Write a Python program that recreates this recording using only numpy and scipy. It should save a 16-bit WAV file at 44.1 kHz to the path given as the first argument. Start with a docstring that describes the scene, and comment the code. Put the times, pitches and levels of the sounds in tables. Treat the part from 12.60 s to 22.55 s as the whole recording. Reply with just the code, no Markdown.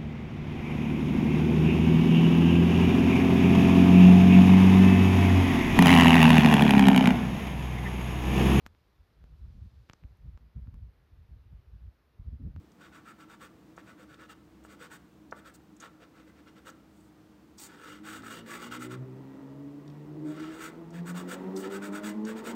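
"""Over the faint hum of a small room, a stub of soft pastel is rubbed in short strokes on rough paper
taped to a board. The paper's tooth catches the chalk: the board rasps and crumbling pigment hisses,
with a tap as the stub lands and a tick as its edge breaks. From halfway on the strokes get louder and a
motor vehicle accelerates outside, drawing nearer, its climbing tones swelling on the room's resonances."""
import sys
import numpy as np
from scipy import signal
from scipy.fft import rfft, irfft, next_fast_len
from scipy.io import wavfile
from scipy.ndimage import uniform_filter1d

SR = 44100
rng = np.random.default_rng(int(sys.argv[2]) if len(sys.argv) > 2 else 0)


def put_to_file(sound):
    """Save the sound as 16-bit audio at rate SR, in the file named by the first command-line argument."""
    columns = np.atleast_2d(sound).T  # one column per channel
    safe = np.clip(columns, -1, 1)
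    whole_steps = np.round(safe * 32767)
    wavfile.write(sys.argv[1], SR, whole_steps.astype(np.int16))


N = 438794
T = np.arange(N) / SR

# strokes of the chalk: (start [s], length [s], relative rasp level [dB], hiss offset [dB])
STROKES = [(0.18, 0.12, -55.5, -14.5), (0.312, 0.098, -54.5, -14), (0.444, 0.091, -52, -14.5),
           (0.576, 0.078, -55.0, -14), (0.678, 0.09, -55, -12.5), (0.794, 0.09, -51, -10.5),
           (1.166, 0.053, -56, -17), (1.251, 0.092, -56.5, -13.5), (1.37, 0.089, -57, -13),
           (1.476, 0.092, -57, -15), (1.573, 0.1, -54, -16), (1.684, 0.057, -51.5, -10.5),
           (2.033, 0.042, -65.5, -1), (2.077, 0.085, -56, -9.5), (2.184, 0.1, -51, -11),
           (2.298, 0.081, -51.5, -6), (2.747, 0.067, -57.5, -9.5), (2.844, 0.069, -52, -12),
           (2.936, 0.031, -68.5, 10), (3.197, 0.092, -49.5, -14.5), (3.392, 0.074, -56.5, -18),
           (3.531, 0.11, -60.5, -17), (3.661, 0.053, -61, -15), (3.753, 0.065, -63, -18),
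           (3.859, 0.05, -56.5, -17), (3.949, 0.06, -60, -15), (4.047, 0.069, -49, -10),
           (4.286, 0.24, -91, 15.5), (4.971, 0.12, -57.5, 8), (5.04, 0.18, -57, -13),
           (5.167, 0.24, -50.0, -12), (5.428, 0.19, -44.5, -7.5), (5.608, 0.22, -46.5, -8.5),
           (5.85, 0.16, -44, -9), (5.988, 0.11, -45.0, -9.5), (6.098, 0.088, -41.5, -11),
           (6.187, 0.092, -45.0, -7), (6.293, 0.07, -46.0, -11), (7.633, 0.14, -56.5, -8.5),
           (7.714, 0.23, -49.5, -14.5), (7.89, 0.142, -51.5, -10), (7.979, 0.13, -43.5, -7.5),
           (8.32, 0.097, -52, -11.5), (8.45, 0.079, -47, -5.5), (8.538, 0.1, -45, -7.5),
           (8.672, 0.092, -41, -7.5), (8.952, 0.086, -51.5, 2), (9.016, 0.077, -44.5, -12.5),
           (9.093, 0.1, -43.5, -9), (9.21, 0.09, -42.5, -10), (9.315, 0.092, -42.5, -10),
           (9.42, 0.11, -43.5, -5), (9.642, 0.1, -45.5, -10), (9.751, 0.068, -47, -10.5),
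           (9.834, 0.1, -42, -8)]
# modes of the board with its paper: (frequency [Hz], width [Hz], gain [dB])
BOARD_MODES = [(505, 89, 3), (661, 67, -7), (907, 87, -2), (1158, 59, 3.5), (1342, 64, 9), (1448, 170, 1.5),
               (1695, 126, -1.5), (1995, 84, 1), (2324, 200, -16.5), (2820, 190, -6.5), (3300, 81, -12.5),
               (3650, 170, -25), (4520, 510, -25)]


def rubbing(rasp_db=2.02, hiss_db=2.76):
    """Each stroke speeds up and slows in a half sine; a faster stub meets more fibres, sheds more dust."""
    speed, rasp_power, hiss_power = np.zeros((3, N))
    for start, length, db, hiss_offset_db in STROKES:
        span = slice(int(start * SR), int((start + length) * SR))
        arc = np.sin(np.pi * np.clip((T[span] - start) / length, 0, 1))
        speed[span] = np.maximum(speed[span], arc)
        rasp_power[span] += (arc ** 0.91 * undb(db)) ** 2
        hiss_power[span] += (arc ** 1.14 * undb(db + hiss_offset_db)) ** 2
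    slips = catches(1200 + 3500 * speed, spread_db=2.5)
    dust = catches(2500 + 9000 * speed, spread_db=5.5)
    grip = undb(1.1 * walk(110))  # the pressure trembles over the paper's grain
    rasp = steady(board(slips, mode_shares())) * np.sqrt(rasp_power) * undb(rasp_db)
    # hiss of crumbling pigment: (frequency [Hz], relative level [dB])
    crumble_eq = [(1200, -34.5), (2800, -6), (4400, 3), (5700, -0.5), (7300, 7), (8600, 8.5), (9800, -1),
                  (11000, -5.5), (13500, -0.5), (15800, -3.5)]
    hiss = steady(colour(0.83 * slips + dust, crumble_eq)) * np.sqrt(hiss_power) * undb(hiss_db)
    return grip * (rasp + hiss)


def catches(per_second, spread_db):
    """Chalk snags on single paper fibres: many tiny slips, a few big ones."""
    slips = rng.random(N) < per_second / SR
    size = undb(spread_db * np.minimum(rng.standard_normal(N), 2.5))
    return unit(slips * size * rng.choice([-1, 1], N) / np.sqrt(per_second))


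def board(push, shares_db):
    """The board rings in its modes, each with its own boost or cut."""
    ring = sum(undb(db + share) * resonate(push, hz, width)
               for (hz, width, db), share in zip(BOARD_MODES, shares_db))
    return signal.sosfilt(signal.butter(2, 6500, fs=SR, output="sos"), ring)


def mode_shares(usual_hiss_db=-9.5, roam_db=4.5):
    """Hissier strokes run on the stub's edge and ring brighter; the spot touched colours every mode."""
    hiss_db, = curves(sorted((start + length / 2, offset) for start, length, _, offset in STROKES))
    tilt = 4 * np.tanh((hiss_db - usual_hiss_db) / 4)  # dB per octave
    # the board booms more at some spots of the drawing: (time [s], gain of the lowest modes [dB])
    boom_curve = [(0, -1.5), (2.3, 3), (3.75, 7), (4.1, -5.5), (6.2, -3.5), (8.7, 3)]
    boom_db, = curves(boom_curve)
    return [tilt * np.clip(np.log2(hz / 1400), -.3, 1.3) + boom_db * (hz < 750) + roam_db * walk(7.9)
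            for hz, _, _ in BOARD_MODES]


def taps(contact_hz=1600):
    """A cushioned blow drives only the board's lower modes, with a dull knock from the table below."""
    # the stub or a fingertip knocks the board: (time [s], relative level [dB])
    blows = [(1.1788, -40), (2.05, -45.5), (2.7219, -42), (2.7252, -30.5), (3.239, -44), (4.09, -47),
             (5.635, -44), (5.9236, -48), (5.935, -46)]
    push = np.zeros(N)
    for s, db in blows:
        push[int(s * SR)] += undb(db)
    push = signal.sosfilt(signal.butter(4, contact_hz, fs=SR, output="sos"), push)
    ring = board(push, np.zeros(len(BOARD_MODES))) * undb(30)
    knock = resonate(push, hz=720, width=500) * undb(28.5)
    return ring + knock


def ticks(width_hz=3200):
    """A brief crunch as an edge of the chalk breaks."""
    # the hard edge clicks on the paper: (time [s], relative level [dB], centre [Hz], decay [s])
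    clicks = [(0.118, -57, 5900, 0.0034), (1.166, -55.5, 7000, .004), (1.543, -48, 3770, 0.0016),
              (2.037, -62, 7000, .005), (2.711, -47, 5440, 0.0024), (3.166, -56, 7000, 0.0043),
              (3.201, -45, 6660, 0.0098), (4.101, -42.5, 7000, 0.0018), (4.983, -44.5, 5800, 0.01),
              (5.623, -48, 4000, 0.0017), (7.278, -48, 3900, 0.0025), (7.30, -52.5, 3800, 0.0026),
              (8.305, -54, 5997, 0.0048), (8.964, -37.5, 5400, 0.0063), (9.651, -41, 5700, .004)]
    out = np.zeros(N)
    age = T[:SR // 10]
    for s, db, hz, decay in clicks:
        burst = rng.standard_normal(len(age)) * np.exp(-age / decay)
        crunch = resonate(resonate(burst, hz, width_hz), hz, width_hz)
        start = int(s * SR)
        out[start:start + len(age)] += undb(db) * 2 * crunch
    return out


def room(x, t60=0.39, wet_db=-10, dull_hz=3000):
    """The hands, small as they are, throw back only treble; nearby walls add a short, dull tail."""
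    # short echoes off the hands: (delay [s], gain [linear])
    bounces = [(.0009, 0.41), (.0021, -.28), (.0034, .25)]
    age = T[:SR // 2]
    tail = rng.standard_normal(len(age)) * np.exp(-np.log(1000) * age / t60) * (age > .004)
    tail = signal.lfilter(*signal.butter(1, dull_hz, fs=SR), tail / np.linalg.norm(tail))
    treble = signal.lfilter(*signal.butter(2, 3500, "high", fs=SR), x)
    early = sum(gain * np.interp(T - delay, T, treble, left=0) for delay, gain in bounces)
    return undb(-1.65) * (x + early) + undb(wet_db) * signal.fftconvolve(x, tail)[:N]


def vehicle(engine_db=-39.5, roar_db=-50):
    """A vehicle revs up as it draws near: engine tones over a dull roar."""
    # engine speed: (time [s], firing rate [Hz])
    revs = [(4.8, 89.9), (5.5, 105.2), (6.0, 118.2), (6.5, 129.4), (7.0, 139.6), (7.6, 151.9), (8.3, 167.4),
            (8.9, 188.8), (9.5, 208), (9.95, 231.6)]
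    # nearness of the vehicle: (time [s], gain [dB])
    approach = [(4.7, -41), (5.3, -18), (5.7, -8), (6.2, -6.5), (7.3, -6.5), (7.7, -6), (8.2, -2.5),
                (8.9, 0), (9.95, 6.5)]
    # load on the engine, heard in the strength of its tones: (time [s], gain [dB])
    load = [(4.8, 3), (5.3, 4), (5.8, 2), (7.45, -1), (7.65, 7.5), (7.95, -0.5), (8.9, 2), (9.95, -2)]
    rate, = curves(revs)
    near_db, = curves(approach)
    load_db, = curves(load)
    phase = 2 * np.pi * np.cumsum(rate * (1 + 0.0044 * walk(19.5))) / SR
    tones = engine_tones(rate, phase) * undb(engine_db + load_db)
    roar = street_roar(phase) * undb(roar_db + 2.0 * walk(3.99))
    return undb(near_db) * (tones + roar)


def engine_tones(rate, phase, blur_hz=1100, least_blur=0.23, waver_db=2.2):
    """Engine orders climb through the room's resonances; street echoes blur the higher ones most."""
    # engine orders: (multiple of the firing rate, relative level [dB])
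    orders = [(1, -2), (1.5, -12.5), (2, -4), (2.5, -16), (3, -8.5), (3.5, -18), (4, -11), (4.5, -13),
              (5, -13.5)]
    tones = 0
    for order, db in orders:
        blur = least_blur + order * rate / blur_hz
        echoes = (1 + blur * (walk(26.2) + 1j * walk(34))) / np.sqrt(1 + 2 * blur ** 2)
        tone = np.sqrt(2) * np.real(echoes * np.exp(1j * (order * phase + 2 * np.pi * rng.random())))
        tones = tones + tone * undb(db + waver_db * walk(4.8)) * room_gain(order * rate)
    return tones


def room_gain(pitch, floor_db=-14.5):
    """How strongly the room answers a tone from outside: loud on a resonance, weak between them."""
    # room resonances: (frequency [Hz], width [Hz], gain [dB])
    room_modes = [(128.3, 5.9, 4), (139, 4.3, 2.5), (148.5, 9.3, -1), (172.8, 11, 4), (188.7, 3.5, 3),
                  (209.2, 23.5, 0.5), (240, 51, -5.5), (281.8, 25.7, 5), (304.9, 7.7, 6.5),
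                  (313.4, 16.6, 5.5), (385, 26.8, 4.5), (438, 41, -8.5), (484, 18, -2), (626, 26, -8.5)]
    f = np.arange(1500.)
    power = sum((undb(db) / (1 + (2 * (f - hz) / width) ** 2)) ** 2 for hz, width, db in room_modes)
    return np.interp(pitch, f, np.sqrt(power + undb(floor_db) ** 2))


def street_roar(phase):
    """Exhaust and road noise, pulsing with each firing and muffled by the walls."""
    # the roar as heard indoors: (frequency [Hz], relative level [dB])
    roar_eq = [(60, -26), (120, -15.5), (200, -2.5), (400, -1.5), (520, -8.5), (750, -16), (1050, -14),
               (1250, -16.5), (1500, -22.5), (2600, -29), (4500, -38), (9000, -44.5)]
    # resonances of the path from the street: (frequency [Hz], width [Hz], gain [dB])
    leaks = [(896, 100, -1.5), (1917, 42, 7)]
    pulsing = rng.standard_normal(N) * (1 + .5 * np.sin(phase))
    roar = unit(colour(pulsing, roar_eq))
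    return roar + sum(undb(db) * resonate(roar, hz, width) for hz, width, db in leaks)


def room_tone():
    """Low room noise and a wavering appliance hum."""
    # the still room: (frequency [Hz], relative level [dB])
    air_eq = [(15, -76.5), (25, -46.5), (59, -10.5), (93, -13.5), (198, -5.5), (260, -10.5), (313, -1.5),
              (399, -20), (433, -14), (523, -20), (684, -20.5), (1240, -24.5), (1380, -26), (2120, -31),
              (7000, -40.5), (15500, -44)]
    # appliance hum: (frequency [Hz], level [dB])
    hum_tones = [(70, -73), (204.6, -71.5), (312.2, -67)]
    air = unit(colour(rng.standard_normal(N), air_eq)) * undb(-57.5 + .5 * walk(2.7))
    hum = 0
    for hz, db in hum_tones:
        level = undb(db) * (1 + .5 * walk(8.1))
        hum = hum + level * np.sqrt(2) * np.sin(2 * np.pi * hz * T + 1.18 * walk(9.7))
    return air + hum


def undb(db):
    """Decibels to gain."""
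    return 10 ** (np.asarray(db) / 20)


def unit(x):
    """Scale to rms 1."""
    return x / np.sqrt(np.mean(x ** 2))


def steady(x, seconds=0.076):
    """Hold the short-term rms at 1, keeping the grain."""
    return x / np.sqrt(uniform_filter1d(x ** 2, int(seconds * SR)) + 1e-12)


def curves(table):
    """The columns of a timed table, joined by straight lines."""
    s, *columns = np.transpose(table)
    return [np.interp(T, s, c) for c in columns]


def walk(rate):
    """Smooth random drift with rms 1, changing about rate times a second."""
    window = max(int(SR / rate), 2)
    drift = uniform_filter1d(rng.standard_normal(N), window, mode="wrap")
    return unit(uniform_filter1d(drift, window, mode="wrap"))


def colour(x, points):
    """Minimum-phase EQ through the points (frequency [Hz], gain [dB])."""
    hz, db = np.transpose(points)
    size = next_fast_len(N + SR // 2, True)
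    f = np.maximum(np.arange(size // 2 + 1) * SR / size, 1)
    gain = undb(np.interp(np.log(f), np.log(hz), db))
    cepstrum = irfft(np.log(gain), size)
    cepstrum[1:size // 2] *= 2
    cepstrum[size // 2 + 1:] = 0
    return irfft(rfft(x, size) * np.exp(rfft(cepstrum)), size)[:N]


def resonate(x, hz, width):
    """One resonance, gain 1 at its centre."""
    return signal.lfilter(*signal.iirpeak(min(hz, .45 * SR), hz / width, fs=SR), x)


def scene():
    """The drawing up close, the street beyond the walls, room tone underneath; mono."""
    drawing = room(rubbing() + taps() + ticks())
    return (drawing + vehicle() + room_tone())[None]


def record(dry):
    """The microphone has a broad dip in the high treble; the recorder cuts the top."""
    voiced = dry - (1 - undb(-6.5)) * resonate(dry, hz=10650, width=2800)
    return signal.sosfilt(signal.ellip(12, .1, 80, 15750, fs=SR, output="sos"), voiced)


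dry = scene()
out = record(dry)
put_to_file(out)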